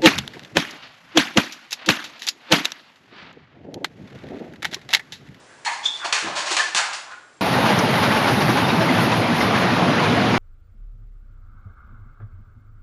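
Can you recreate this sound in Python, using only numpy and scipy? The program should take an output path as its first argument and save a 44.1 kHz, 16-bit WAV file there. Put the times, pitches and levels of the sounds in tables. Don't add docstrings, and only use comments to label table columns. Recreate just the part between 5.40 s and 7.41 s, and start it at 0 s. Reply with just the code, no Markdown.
import sys
import numpy as np
from scipy import signal
from scipy.fft import rfft, irfft, next_fast_len
from scipy.io import wavfile
from scipy.ndimage import uniform_filter1d

SR = 44100
rng = np.random.default_rng(int(sys.argv[2]) if len(sys.argv) > 2 else 0)


def inscribe(sig):
    pcm = np.round(np.clip(np.atleast_2d(sig).T, -1, 1) * 32767)
    wavfile.write(sys.argv[1], SR, pcm.astype(np.int16))


N = 88596
TIME = np.arange(N) / SR


# f/Hz, level/dB
AIR_COLOUR = [(25, -22), (70, -5), (120, 4.5), (180, -1), (340, 5.5), (900, 3), (1300, 1), (1650, 0.5),
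              (3000, -5.5), (7000, -9), (10000, -14.5)]
AIR_START_DB, AIR_FALL_DB_PER_S = -49.5, 3
WHINE_HZ, WHINE_DB, WHINE_WIDTH_HZ = 7470, -69, 40

# t/s, level/dB, swell/s, fade/s, f/Hz, width/Hz
RUSTLE_AND_RINGS = [(0.066, -56.5, 0.02, 0.1, 1620, 180), (0.736, -31, 0.035, 0.048, 1657, 101),
                    (1.191, -22, .014, 0.01, 1730, 110), (1.715, -46, 0.014, 0.029, 1436, 50)]

# f/Hz, level over the contact noise/dB, t60/s
STEEL_MODES = [(1054, -4.5, 0.069), (1474, -12.5, 0.22), (1600, 5, 0.13), (1720, -0.5, 0.26),
               (1877, 0, 0.52), (1995, -22, 0.44), (2285, -12, 0.15), (2446, 7, 0.47), (2940, -9, .25),
               (3000, -20.5, 0.41), (4350, -4.5, 0.02), (5360, -15.5, 0.21), (6500, -1.5, 0.22),
               (6810, 1.5, 0.072)]
CONTACTS_PER_S, SLIPS_PER_S, CONTACT_SPREAD_DB = 3000, 3000, 2

# f/Hz, t60/s
HALL_T60 = [(150, 0.72), (800, 0.72), (2000, 0.68), (5500, 0.52), (10000, 0.47)]
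HALL_LENGTH_S, HALL_GAP_S, HALL_BUILD_S = 0.8, 0.0015, 0.0032
HALL_DB, DIRECT_DB = 0.5, 4

# t/s, crack level/dB, rattle level/dB, rattle swell/s, rattle fade/s,
# rattle tilt/(dB per octave)
STOP_BLOWS = [(0.2490, -27.5, -33.5, 0.01, 0.03, 1.0), (0.7253, -13.5, -23, .004, 0.054, -2),
              (1.167, -13, -24, 0.013, 0.044, -2), (1.3478, -13, -21.5, 0.032, 0.021, -0.5)]
# f/Hz, level/dB
CLACK_COLOUR = [(60, -57), (140, -38), (260, -33.5), (450, -13.5), (700, -5.5), (1100, 1), (1700, 0),
                (2600, 3.5), (4500, 1), (7000, -0.5), (10000, -11.5)]
CRACK_FADE_S, CRACK_TO_HALL_DB = 0.0055, -7.5

# t/s, level/dB, swell/s, fade/s, lower f/Hz, upper f/Hz,
# upper level against lower/dB
SCUFFS = [(0.257, -25, .024, 0.031, 928, 1720, -6.5), (0.595, -35, 0.05, 0.046, 1145, 1480, -4.5),
          (1.382, -26, 0.008, 0.056, 832, 1410, 1), (1.667, -43.5, 0.033, .020, 993, 1190, -9),
          (1.700, -43, 0.035, 0.012, 956, 1410, 9)]
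SCUFF_WIDTH_HZ, SCUFF_LOW_CUT_HZ, SCUFF_HISS_DB = 200, 710, -24

# t at the loudest/s, level/dB, 1/e half length/s, middle f/Hz,
# level sent into the hall/dB
SQUEAKS = [(0.2707, -22, 0.0057, 4290, -7.5), (0.445, -30.5, 0.012, 3460, -0.5),
           (0.4625, -10, 0.007, 3515, -5)]
# f/Hz, level/dB
RUB_COLOUR = [(200, -27), (1000, -7), (2500, -4.5), (3500, -1.5), (4800, -3), (6800, -3), (8000, -13.5),
              (10000, -20.5)]
SQUEAK_RISE_HZ, SQUEAK_JITTER_HZ = 130, 79
OCTAVE_DB = -23
RUB_DB, RUB_HALF_S = -24.5, 0.021

# t/s, level/dB, swell/s, fade/s, tilt/(dB per octave)
CHATTERS_AND_HISS = [(0.306, -41, 0.026, 0.053, 3), (0.500, -45.5, 0.085, 0.046, 2.9),
                     (0.642, -28, 0.013, 0.025, -1.0), (0.849, -35, 0.037, 0.093, -3.5),
                     (0.952, -28, 0.025, 0.053, 0.5), (1.055, -29, .020, 0.049, 0.4),
                     (1.103, -26, 0.018, 0.038, 2.1), (1.255, -43, 0.026, 0.012, -1.5),
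                     (1.449, -38, 0.017, 0.012, 1.5), (1.527, -33.5, 0.0097, 0.034, 3.1),
                     (1.705, -48.5, 0.012, 0.021, 0)]
# f/Hz, level/dB
CHATTER_COLOUR = [(60, -51.5), (150, -36.5), (300, -16), (480, -5), (680, 6.5), (1050, 6), (1700, 3),
                  (3000, 1.5), (4300, 1), (7000, -4.5), (10000, -16)]

# t/s, level/dB, swell/s, fade/s, lower resonance f/Hz
THUMPS = [(0.439, -51, 0.011, 0.021, 372), (0.645, -41, 0.0088, 0.0085, 381),
          (0.821, -39, .030, 0.043, 158.3), (1.107, -35, 0.014, 0.0063, 375),
          (1.344, -44.5, .003, 0.016, 200)]
BOARD_RATIO, BOARD_WIDTH_HZ, BOARD_UPPER_DB = 2.15, 58, 1.5
BOARD_GRAIN_DB, BOARD_LOW_CUT_HZ = -4.5, 110

# t/s, level/dB, f of the push/Hz
JOLTS = [(0.463, -49, 130), (0.724, -43, 110), (1.167, -46, 130), (1.3450, -48, 330)]
JOLT_LOW_CUT_HZ = 25

CUTOFF_HZ = 10100


def from_db(db):
    return 10 ** (np.asarray(db) / 20)


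def rms_one(x):
    return x / np.sqrt(np.mean(x ** 2) + 1e-20)


def at_hz(points, hz):
    f, value = np.transpose(points)
    return np.interp(np.log(hz + 1e-9), np.log(f), value)


def colour(x, points, tilt_db=0):
    size = 2 * next_fast_len(N // 2 + 4096)
    hz = np.arange(size // 2 + 1) * SR / size
    db = at_hz(points, hz) + tilt_db * np.log2(np.clip(hz, 300, 10000) / 2000)
    db = db - np.clip((hz - CUTOFF_HZ) / 100, 0, 30)
    cepstrum = irfft(np.log(rms_one(from_db(db))))
    cepstrum[1:size // 2] *= 2
    cepstrum[size // 2 + 1:] = 0
    response = np.exp(rfft(cepstrum))
    return irfft(rfft(x, size) * response)[:N]


def resonate(x, hz, width_hz):
    r = np.exp(-np.pi * width_hz / SR)
    numerator = np.array([1, 0, -1]) * (1 - r * r) / 2
    denominator = [1, -2 * r * np.cos(2 * np.pi * hz / SR), r * r]
    return signal.lfilter(numerator, denominator, x + 1e-18)


def high_pass(x, order, hz):
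    return signal.sosfilt(signal.butter(order, hz, "high", fs=SR, output="sos"), x)


def stroke(start, swell, fade):
    age = TIME - start
    rise = np.sqrt(np.clip(age / max(swell, 1e-4), 0, 1))
    return rise * np.exp(-np.maximum(age - swell, 0) / max(fade, 1e-4))


def contacts(per_s):
    sizes = from_db(CONTACT_SPREAD_DB * rng.standard_normal(N)) * rng.choice([-1, 1], N)
    clicks = sizes * (rng.random(N) < per_s / SR)
    local_power = np.abs(uniform_filter1d(clicks ** 2, size=500))
    return clicks / np.sqrt(local_power + 1e-6)


def room_tone():
    air_gain = from_db(AIR_START_DB - AIR_FALL_DB_PER_S * TIME)
    air = air_gain * colour(rng.standard_normal(N), AIR_COLOUR)
    whine = rms_one(resonate(rng.standard_normal(N), WHINE_HZ, WHINE_WIDTH_HZ))
    return air + from_db(WHINE_DB) * whine


def rustle_and_rings():
    out = 0
    for s, db, swell, fade, hz, width_hz in RUSTLE_AND_RINGS:
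        band = rms_one(resonate(contacts(SLIPS_PER_S), hz, width_hz))
        out = out + from_db(db) * stroke(s, swell, fade) * band
    return out


def steel(x):
    ringing = 0
    for hz, db, t60 in STEEL_MODES:
        width_hz = np.log(1000) / np.pi / t60
        ringing = ringing + from_db(db) * resonate(x, hz, width_hz)
    return x + ringing


def hall(x):
    size = int(HALL_LENGTH_S * SR)
    noise = rfft(rng.standard_normal(size))
    hz = np.arange(size // 2 + 1) * SR / size
    t = TIME[:size]
    tail = 0
    for centre, t60 in HALL_T60:
        share = at_hz([(f, f == centre) for f, _ in HALL_T60], hz)
        tail = tail + irfft(noise * share, size) * from_db(-60 * t / t60)
    tail = tail * np.clip((t - HALL_GAP_S) / HALL_BUILD_S, 0, 1)
    unit_energy_tail = rms_one(tail) / np.sqrt(size)
    return from_db(HALL_DB) * signal.fftconvolve(x, unit_energy_tail)[:N]


def clacks():
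    out = 0
    for s, crack_db, rattle_db, swell, fade, tilt_db in STOP_BLOWS:
        blow = from_db(crack_db) * stroke(s, 0, CRACK_FADE_S) * rng.choice([-1, 1], N)
        crack = steel(colour(blow, CLACK_COLOUR, tilt_db=-2.0))
        knocks = from_db(rattle_db) * stroke(s, swell, fade) * contacts(CONTACTS_PER_S)
        rattle = steel(colour(knocks, CLACK_COLOUR, tilt_db))
        echoes = hall(rattle + from_db(CRACK_TO_HALL_DB) * crack)
        out = out + crack + from_db(DIRECT_DB) * rattle + echoes
    return out


def scuffs():
    out = 0
    for s, db, swell, fade, low_hz, high_hz, high_db in SCUFFS:
        slips = contacts(SLIPS_PER_S)
        lower = resonate(slips, low_hz, SCUFF_WIDTH_HZ)
        upper = resonate(slips, high_hz, SCUFF_WIDTH_HZ * high_hz / low_hz)
        body = lower + from_db(high_db) * upper
        body = signal.sosfilt(signal.butter(2, 2 * high_hz, fs=SR, output="sos"), body)
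        scuff = rms_one(body) + from_db(SCUFF_HISS_DB) * slips
        out = out + from_db(db) * stroke(s, swell, fade) * scuff
    return high_pass(out, 5, SCUFF_LOW_CUT_HZ)


def squeaks():
    tones, sent, rub_level = 0, 0, 0
    for s, db, half, hz, hall_db in SQUEAKS:
        age = TIME - s
        jitter = rms_one(uniform_filter1d(rng.standard_normal(N), size=80))
        pitch = hz + SQUEAK_RISE_HZ * np.tanh(age / half) + SQUEAK_JITTER_HZ * jitter
        phase = 2 * np.pi * np.cumsum(pitch) / SR
        wave = np.sin(phase) + from_db(OCTAVE_DB) * np.sin(2 * phase)
        tone = from_db(db) * np.exp(-(age / half) ** 2) * wave
        tones = tones + tone
        sent = sent + from_db(hall_db) * tone
        rub_level = rub_level + from_db(db + RUB_DB) * np.exp(-(age / RUB_HALF_S) ** 2)
    rub = colour(rub_level * contacts(SLIPS_PER_S), RUB_COLOUR)
    return tones + from_db(DIRECT_DB) * rub + hall(sent + rub)


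def chatter_and_hiss():
    out = 0
    for s, db, swell, fade, tilt_db in CHATTERS_AND_HISS:
        burst = from_db(db) * stroke(s, swell, fade) * contacts(CONTACTS_PER_S)
        out = out + colour(burst, CHATTER_COLOUR, tilt_db)
    return out


def floorboards():
    out = 0
    for s, db, swell, fade, hz in THUMPS:
        push = contacts(CONTACTS_PER_S)
        lower = resonate(push, hz, BOARD_WIDTH_HZ)
        upper = resonate(push, hz * BOARD_RATIO, BOARD_WIDTH_HZ)
        boards = lower - from_db(BOARD_UPPER_DB) * upper
        grain = resonate(contacts(CONTACTS_PER_S), 2 * hz, 3 * hz)
        grain = resonate(grain, 2 * hz, 3 * hz)
        thump = rms_one(boards) + from_db(BOARD_GRAIN_DB) * rms_one(grain)
        out = out + from_db(db) * stroke(s, swell, fade) * thump
    return high_pass(out, 2, BOARD_LOW_CUT_HZ)


def jolts():
    out = 0
    for s, db, hz in JOLTS:
        phase = 2 * np.pi * hz * np.maximum(TIME - s, 0)
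        out = out + from_db(db) * phase * np.exp(1 - phase)
    return high_pass(out, 1, JOLT_LOW_CUT_HZ)


def scene():
    rubbing = rustle_and_rings() + scuffs() + steel(chatter_and_hiss()) + floorboards()
    stick = from_db(DIRECT_DB) * rubbing + hall(rubbing) + clacks() + squeaks() + jolts()
    return (room_tone() + stick)[None]


def record(dry):
    return signal.sosfilt(signal.ellip(12, .1, 80, CUTOFF_HZ, fs=SR, output="sos"), dry)


dry = scene()
out = record(dry)
inscribe(out)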